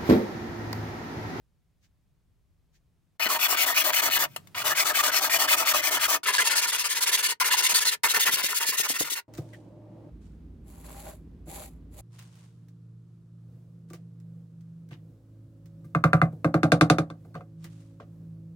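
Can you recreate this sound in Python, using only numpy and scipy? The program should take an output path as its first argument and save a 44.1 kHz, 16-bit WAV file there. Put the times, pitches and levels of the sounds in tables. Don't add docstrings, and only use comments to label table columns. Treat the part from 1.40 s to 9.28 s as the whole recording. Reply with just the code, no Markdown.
import sys
import numpy as np
from scipy import signal
from scipy.fft import rfft, irfft, next_fast_len
from scipy.io import wavfile
from scipy.ndimage import uniform_filter1d, map_coordinates

SR = 44100
rng = np.random.default_rng(int(sys.argv[2]) if len(sys.argv) > 2 else 0)


def bounce(signal):
    frames = np.transpose(np.atleast_2d(signal))
    limited = np.clip(frames, -1, 1)
    pcm = np.round(limited * 32767).astype(np.int16)
    wavfile.write(sys.argv[1], SR, pcm)


N = 347508

TOP_HZ = 15950
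SPAN = 8192
T = np.arange(SPAN) / SR
HZ = np.fft.rfftfreq(SPAN, 1 / SR)

ABRUPT_STARTS = [1.796, 4.832, 6.0, 6.634]
# f/Hz, phase/rad
LEFT_LEAD = [(100, -0.5), (700, 0.32), (1400, 0.47), (2300, 1.5), (4300, 1.01), (7000, 4), (10000, 3.5),
             (16000, 3)]


def amp(db):
    return 10 ** (np.asarray(db) / 20)


def unit(x):
    return x / np.sqrt(np.mean(x ** 2) + 1e-20)


def along(points, hz):
    f, v = np.transpose(points)
    return np.interp(np.log(hz + 1), np.log(f + 1), v)


def wobble(rate, size=SPAN):
    knots = rng.standard_normal(int(size * rate / SR) + 4)
    return map_coordinates(knots, [np.arange(size) * rate / SR])


def causal(gain):
    cepstrum = irfft(np.log(np.maximum(gain, 1e-6)))
    cepstrum[..., 1:SPAN // 2] *= 2
    cepstrum[..., SPAN // 2 + 1:] = 0
    return np.exp(rfft(cepstrum))


def band(lo_hz, hi_hz, order=3):
    high_pass = 1 + (lo_hz / (HZ + 1)) ** (2 * order)
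    low_pass = 1 + (HZ / hi_hz) ** (2 * order)
    return 1 / np.sqrt(high_pass * low_pass)


def noise(colour, alike, size):
    turn = np.arccos(np.clip(alike, -1, 1)) / 2
    white = rfft(rng.standard_normal((2, size)))
    mid, side = irfft(white * amp(along(colour, np.fft.rfftfreq(size, 1 / SR))), size)
    return unit(np.cos(turn) * mid + np.sin(turn) * np.array([side, -side]))


def add(track, s, sound):
    part = track[:, round(s * SR):][:, :sound.shape[-1]]
    part += sound[..., :part.shape[1]]


def rumble():
    # t/s, level/dB
    low_level = [(0, -71.5), (1.75, -71), (1.84, -63), (2.45, -64), (2.7, -57), (3.3, -54.5), (3.5, -64.5),
                 (4.7, -61.5), (4.9, -74), (5.8, -70), (6.1, -77), (6.7, -75), (7.88, -85)]
    # f/Hz, level/dB
    low_colour = [(12, -50), (35, -39), (60, -23), (96, -5.5), (172, -9), (216, -18.5), (248, -18.5),
                  (367, -24), (558, -28.5), (1000, -32.5), (1610, -35.5), (16000, -46)]
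    # t/s, level/dB
    deep_level = [(0, -73.5), (1.4, -68), (1.9, -80), (3.3, -83), (4.7, -86), (5, -99), (7.88, -91)]
    # f/Hz, level/dB
    deep_colour = [(10, -8), (25, -8.5), (50, 2.5), (80, 0), (160, -34), (600, -80)]
    dip_db, dip_lead_s, dip_s = -19, 0.013, 0.0063
    t = np.arange(N) / SR
    dips = sum(np.exp(-.5 * ((t - onset + dip_lead_s) / dip_s) ** 2) for onset in ABRUPT_STARTS)
    low = amp(np.interp(t, *np.transpose(low_level))) * noise(low_colour, 0.54, N)
    deep = amp(np.interp(t, *np.transpose(deep_level))) * noise(deep_colour, 0.43, N)
    return amp(dip_db * dips) * (low + deep)


def finger_brushes():
    # t/s, Gaussian sigma/s, level/dB
    brush_rows = [(0.446, 0.017, -69), (1.358, 0.016, -69.5)]
    # f/Hz, level/dB
    brush_colour = [(700, -28), (1600, 3), (3300, 0), (6500, 2), (10000, -14), (12500, -9), (16000, -13)]
    t = np.arange(N) / SR
    envelope = sum(amp(db) * np.exp(-.5 * ((t - s) / sigma) ** 2) for s, sigma, db in brush_rows)
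    return envelope * noise(brush_colour, .2, N)


def sheet(colour, modes, balance):
    shifts = np.exp(.028 * rng.standard_normal(len(modes)))
    peaks = []
    for (hz, width, db), shift in zip(modes, shifts):
        tuned_hz = hz * shift ** np.clip(1500 / hz, .35, 1)
        damped_width = np.hypot(width, 45 + hz / 55)
        peaks.append(db / (1 + (2 * (HZ - tuned_hz) / damped_width) ** 2))
    sides = np.array([[.5], [-.5]])
    gain_db = along(colour, HZ) + np.max(peaks, axis=0) + sides * along(balance, HZ)
    return causal(amp(gain_db)) * np.exp(1j * sides * along(LEFT_LEAD, HZ))


def scatter(t60):
    tail = rng.standard_normal((2, SPAN)) * amp(-60 * T / t60)
    return rfft(tail / np.linalg.norm(tail[0]))


def teeth(rate_hz, jitter, uneven_db):
    passed = np.cumsum(rate_hz * np.exp(jitter * wobble(500))) / SR
    crossing = np.diff(np.floor(passed), prepend=0)
    kicks = crossing * amp(uneven_db * rng.standard_normal(SPAN))
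    return unit(kicks - uniform_filter1d(kicks, size=96))


def chips(per_second, uneven_db):
    torn = rng.random(SPAN) < per_second / SR
    return unit(torn * rng.standard_normal(SPAN) * amp(uneven_db * wobble(706)))


def strokes(grip):
    # t/s, pressure level/dB
    turn_rows = [(1.78, -6.5), (1.882, -0.5), (1.984, 0), (2.076, 1), (2.162, 0.5), (2.253, 0.5),
                 (2.338, 0.5), (2.433, 1), (2.52, 0.5), (2.613, 1), (2.698, 0), (2.782, 0.5), (2.861, -37),
                 (3.144, -10), (3.236, 0), (3.346, 0.5), (3.441, 0), (3.531, 0), (3.622, 1.5), (3.71, 1.0),
                 (3.802, 0), (3.891, 1.5), (3.98, 2), (4.069, 2.5), (4.16, 0), (4.248, 1), (4.331, 1),
                 (4.414, -1), (4.502, 0.5), (4.589, -0.5), (4.674, 1.5), (4.82, -12.5), (4.856, 1.5),
                 (4.92, -1.5), (4.979, 2.5), (5.039, 0.5), (5.094, 2), (5.149, 2), (5.209, 1.5),
                 (5.266, -2), (5.316, 0.5), (5.376, -2), (5.434, 0.5), (5.486, -2), (5.545, -0.5),
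                 (5.602, 1), (5.656, 3), (5.712, 3.5), (5.768, 0.5), (5.822, 1.5), (5.88, 0.5), (5.985, 1),
                 (6.037, 1.5), (6.101, 3), (6.164, 3.5), (6.221, 4), (6.283, 3), (6.338, 5.5), (6.397, 0.5),
                 (6.446, 2.5), (6.508, -1.0), (6.62, 4.5), (6.68, -1.5), (6.733, 4), (6.79, 1),
                 (6.849, 4.5), (6.907, 0.5), (6.966, -0.5), (7.022, -1.5), (7.081, -1.5), (7.139, -1.5),
                 (7.196, 0), (7.255, -0.5), (7.318, -3.0), (7.366, 0.5), (7.425, -2), (7.479, -2),
                 (7.535, -3.5), (7.584, -2), (7.639, -7.5), (7.696, -4.5), (7.749, -6.5)]
    # stop t/s, 1/e time of the early bite/s, top treble level/dB, grip, first stroke
    run_rows = [(2.984, 0.087, 4, "long", "push"), (4.781, .1, -.5, "long", "push"),
                (5.935, 0.4, -2.5, "short", "push"), (6.554, .16, -1.5, "short", "push"),
                (7.805, 0.33, 2.5, "short", "pull")]
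    # nominal tooth rate f/Hz before any slowing, then relative levels of
    # teeth/dB, chips/dB, chatter/dB, extra teeth and chatter of the early bite/dB, and its slowing/octaves
    push_rows = [(2655, -24, -26, -40, 6.5, 0), (2306, -26, -26, -39, 5.5, 0.077),
                 (4330, -33.5, -26, -40.5, 7, .15), (4650, -28, -27.5, -41.5, 0, 1.9),
                 (4090, -33.5, -25, -48, 8.5, .15)]
    pull_rows = [(1883, -29.5, -27.5, -35, 0, 0), (1786, -32.5, -27.5, -34.5, -1, 0),
                 (2890, -32.5, -29, -39.5, 6, .5), (3100, -33.5, -28, -39, 2, 0.89),
                 (2740, -31, -30, -36, 1.5, .35)]
    start = 0
    for (stop, settle, treble_db, held, first), push, pull in zip(run_rows, push_rows, pull_rows):
        turns = [row for row in turn_rows if start <= row[0] < stop]
        ends = [s for s, _ in turns[1:]] + [stop]
        start = stop
        if held != grip:
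            continue
        for k, ((s, db), end) in enumerate(zip(turns, ends)):
            way = "push" if (k % 2 == 0) == (first == "push") else "pull"
            rate_hz, teeth_db, chips_db, chatter_db, bite_db, slowing = push if way == "push" else pull
            early = np.exp(-((s - turns[0][0]) / settle) ** 2)
            levels = teeth_db + early * bite_db, chips_db, chatter_db + early * bite_db
            yield s, end - s, way, db, rate_hz * 2 ** (-slowing * early), treble_db, levels


def filing(moves, grip, shapes, grab, glide, jitter, tooth_db, chip_db, chatter_db,
           chatter_lo_hz, chatter_hi_hz, pin_db, judder_db, hiss_grows):
    step_s = .0005
    top_treble_hz = 12500
    out = np.zeros((2, N))
    crowd = band(1400, 30000, order=2)
    for s, length, way, pressure_db, rate_hz, treble_db, (teeth_level, chips_level, chatter_level) in moves:
        teeth_rise, chips_rise, chatter_rise, early_db, early_until_s = shapes[way]
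        u = np.clip(T / length, 0, 1)
        speed = np.abs(np.sin(np.pi * u))
        cut = np.tanh(grab * speed * np.sqrt(rate_hz / 2500))
        silent = sum((s + T < onset) & (s < onset < s + length) for onset in ABRUPT_STARTS)
        press = (1 - silent) * (u < 1) * amp(judder_db * wobble(114.5))
        press = press * amp(early_db * (1 - np.tanh((T - early_until_s) / step_s)) / 2)
        path = sheet(*grip) * (1 + 0.55 * crowd * scatter(t60=0.022))

        bite = teeth(rate_hz * (speed + .01) ** glide, jitter, uneven_db=5.5) * amp(2.2 * wobble(99))
        hiss = chips(30000, uneven_db=3.0) + 0.97 * rng.standard_normal((2, SPAN))
        chatter = chips(4000, uneven_db=2.65) * amp(2.9 * wobble(94))
        chatter = chatter + 0.24 * rng.standard_normal((2, SPAN))
        pin = chips(3000, uneven_db=1.5)

        bite_band = band(rate_hz * .5, rate_hz * 1.66, order=3)
        hiss_band = band(2480, 30000, order=2) * amp(treble_db * band(top_treble_hz, 30000, order=8))
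        chatter_band = band(chatter_lo_hz, chatter_hi_hz, order=4)
        pin_band = band(303, 506, order=2)
        layers = [(bite * cut ** 0.1, bite_band, teeth_level + tooth_db, teeth_rise),
                  (hiss * cut * speed ** hiss_grows, hiss_band, chips_level + chip_db, chips_rise),
                  (chatter * cut ** 0.94, chatter_band, chatter_level + chatter_db, chatter_rise),
                  (pin * cut ** 0.27, pin_band, chatter_level + pin_db, chatter_rise)]
        for force, gain, db, rise_db in layers:
            drive = rfft(force * press * amp(rise_db * u))
            sound = irfft(drive * path * causal(gain) * band(1, TOP_HZ, order=30))
            add(out, s, amp(pressure_db + db) * np.sqrt(length * SR / SPAN) * unit(sound))
    return out


def bumps(rise, t60):
    # t/s, level/dB
    bump_rows = [(1.864, -36.5), (6.333, -48), (6.638, -51), (6.776, -46), (6.892, -39.5), (6.938, -43.5),
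                 (7.042, -40.5), (7.292, -46), (7.4, -41.5), (7.504, -36.5), (7.61, -31.5), (7.721, -47)]
    # f/Hz, level/dB
    bump_colour = [(25, -25), (70, -19), (200, 4.5), (400, 8), (800, 0.5), (1500, -8), (4000, -49)]
    out = np.zeros((2, N))
    for s, db in bump_rows:
        shape = np.minimum(T / rise, 1) * amp(-60 * np.maximum(T - rise, 0) / t60)
        knock = shape * noise(bump_colour, 0.3, SPAN)
        add(out, s - rise, amp(db) * knock / np.std(knock[:, T < .015]))
    return out


def light_snags():
    snag_chance, snag_db, snag_s = .6, -32.5, 0.021
    snag_hz, spread_octaves = 1748, .35
    rows = []
    for s, length, _, db, *_ in strokes("long"):
        chance, place, pitch = rng.random(), rng.uniform(0.27, 0.85), rng.standard_normal()
        hz = snag_hz * 2 ** (spread_octaves * pitch)
        if chance < snag_chance:
            rows.append((s + place * length, snag_s, hz, snag_db + db))
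    return rows


def snags(ring_db, spit_db, width_hz, t60, lead):
    # t/s, length/s, centre f/Hz, level/dB before the ring and spit levels
    hard_snags = [(1.897, .014, 1186, -26.5), (2.362, .019, 2370, -23), (3.305, 0.029, 1745, -27.5),
                  (3.498, 0.014, 1746, -24.5), (3.588, 0.021, 1191, -26.5), (4.129, 0.015, 2547, -24),
                  (4.128, 0.022, 1265, -27.5), (4.337, 0.013, 1086, -26.5), (4.727, 0.023, 1830, -28),
                  (4.981, 0.018, 1726, -19), (6.011, 0.011, 994, -22.5), (6.136, 0.01, 990, -24.5),
                  (6.345, 0.016, 4380, -25.5), (6.478, 0.015, 4180, -23), (6.635, 0.01, 1996, -23),
                  (6.744, 0.0061, 1850, -23)]
    spit_colour = [(300, -22.0), (1500, -5.0), (5000, 9), (15000, -22.0)]  # f/Hz, level/dB
    out = np.zeros((2, N))
    for s, length, hz, db in hard_snags + light_snags():
        held = (1 - amp(-T * SR / 4)) * amp(-60 * np.maximum(T - length, 0) / t60)
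        drift = 2 * np.pi * np.cumsum(width_hz * wobble(297)) / SR
        ports = np.array([[.5], [-.5]]) * lead * along(LEFT_LEAD, hz)
        ring = unit(np.sin(2 * np.pi * hz * T + drift + ports) * amp(1.0 * wobble(200)))
        spit = noise(spit_colour, 0.33, SPAN) * amp(-60 * T / 0.076)
        add(out, s, amp(db) * held * (amp(ring_db) * ring + amp(spit_db) * spit))
    return out


def ticks(body):
    # t/s, level/dB
    tick_rows = [(2.962, -27.5), (3.072, -49)]
    out = np.zeros((2, N))
    for s, db in tick_rows:
        crack = rng.standard_normal(SPAN) * (amp(-60 * T / .024) + .07 * amp(-60 * T / .14))
        sound = irfft(rfft(crack) * body * (1 + scatter(t60=0.011)))
        add(out, s, amp(db) * sound / np.std(sound[:, T < .005]))
    return out


def room(x):
    # f/Hz, t60/s
    decay = [(200, 0.23), (600, 0.073), (1500, 0.073), (4000, 0.066), (12000, 0.051)]
    out, size = np.zeros((2, N)), SPAN // 4
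    for start in range(0, N, size):
        hz, t, z = signal.stft(rng.standard_normal((2, SPAN)), SR, nperseg=128)
        tail = signal.istft(z * amp(-60 * t / along(decay, hz)[:, None]), SR, nperseg=128)[1]
        tail = tail * np.minimum(np.arange(tail.shape[1]) / SR / 0.00073, 1)
        tail = tail / np.linalg.norm(tail[0])
        add(out, start / SR, signal.fftconvolve(x[:, start:start + size], tail, axes=1))
    return out


def scene():
    # f/Hz, level/dB
    long_colour = [(100, -21), (200, -15.5), (300, -7), (500, -11.5), (700, -5), (1100, -6.5), (2000, -2.5),
                   (3500, -9), (6000, -4), (9000, -8.5), (12000, -10), (15000, -12)]
    short_colour = [(100, -22), (200, -20.5), (300, -20), (500, -13), (700, -16.5), (1100, -6), (2000, 4.5),
                    (3500, 1.5), (6000, -3), (9000, 1.5), (12000, -0.5), (15000, -1.5)]
    # f/Hz, width/Hz, level above the colour/dB
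    long_modes = [(296, 400, 2.6), (629, 38, 12.1), (738, 31, 6.7), (936, 35, 12), (1220, 310, 10.8),
                  (1860, 32, 7.5), (2130, 180, 5.2), (2504, 120, 7), (2940, 120, 9.4), (3420, 260, 7.9),
                  (4300, 280, 5.3), (5730, 190, 3), (5930, 91, 1.9), (7300, 89, 3.4), (8430, 100, 4.7),
                  (9086, 63, 2.1), (9650, 152, 2.5), (11100, 610, 4.1), (13400, 69, 10.3),
                  (13700, 156, 4.6), (14780, 310, 10.5)]
    short_modes = [(412, 62, 7.8), (619, 23, 6.9), (963, 74, 12.7), (1415, 48, 9.4), (1773, 134, 8.7),
                   (2070, 130, 5.7), (2790, 64, 5.1), (3420, 34, 0.67), (3620, 48, 2.6), (4450, 340, 5.5),
                   (5130, 310, 5.8), (5540, 160, 5.7), (6330, 580, 8.5), (7280, 120, 2.1), (8360, 87, 3.8),
                   (10480, 250, 3.3), (11200, 110, 5.6), (14000, 230, 3.1), (13760, 170, 3.6),
                   (14399, 100, 2.4)]
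    # f/Hz, level/dB
    long_balance = [(100, 4.5), (380, -2.5), (700, -0.5), (1300, 0), (2400, 3.5), (4400, 2), (8000, 2),
                    (11000, 2), (14500, 14.5)]
    short_balance = [(100, 8), (380, -2.5), (700, -0.5), (1300, 1), (2400, 0.5), (4400, 1.5), (8000, 1.5),
                     (11000, 3), (14500, 3.5)]
    long_shape = {"push": (2.5, 8.5, 6.5, -6.5, -0.73), "pull": (4.5, -6.5, -1.5, -3, 1.7)}
    short_shape = {"push": (-0.5, 1.5, -6.5, -9, 0.43), "pull": (-4.5, -2, 1.5, -5, 0.76)}
    long_grip = long_colour, long_modes, long_balance
    short_grip = short_colour, short_modes, short_balance
    work = filing(strokes("long"), long_grip, long_shape, grab=2.25, glide=.6, jitter=0.13,
                  tooth_db=-3.5, chip_db=0.5, chatter_db=1.0, chatter_lo_hz=488, chatter_hi_hz=1370,
                  pin_db=-9.5, judder_db=1.1, hiss_grows=0.43)
    work = work + filing(strokes("short"), short_grip, short_shape, grab=1.58, glide=0.32, jitter=.15,
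                         tooth_db=-2.5, chip_db=0, chatter_db=0.0, chatter_lo_hz=634, chatter_hi_hz=1220,
                         pin_db=-8.5, judder_db=1.2, hiss_grows=0.48)
    work = work + bumps(rise=0.00493, t60=0.025)
    work = work + snags(ring_db=-1.0, spit_db=-3.0, width_hz=64, t60=0.03, lead=1.55)
    work = work + ticks(sheet(*long_grip))
    return work + amp(-9.5) * room(work) + rumble() + finger_brushes()


def record(dry):
    size = next_fast_len(N + SPAN)
    passed = np.clip((TOP_HZ + 150 - np.fft.rfftfreq(size, 1 / SR)) / 300, 0, 1)
    return irfft(rfft(dry, size) * np.sin(np.pi / 2 * passed) ** 2, size)[:, :N]


dry = scene()
out = record(dry)
bounce(out)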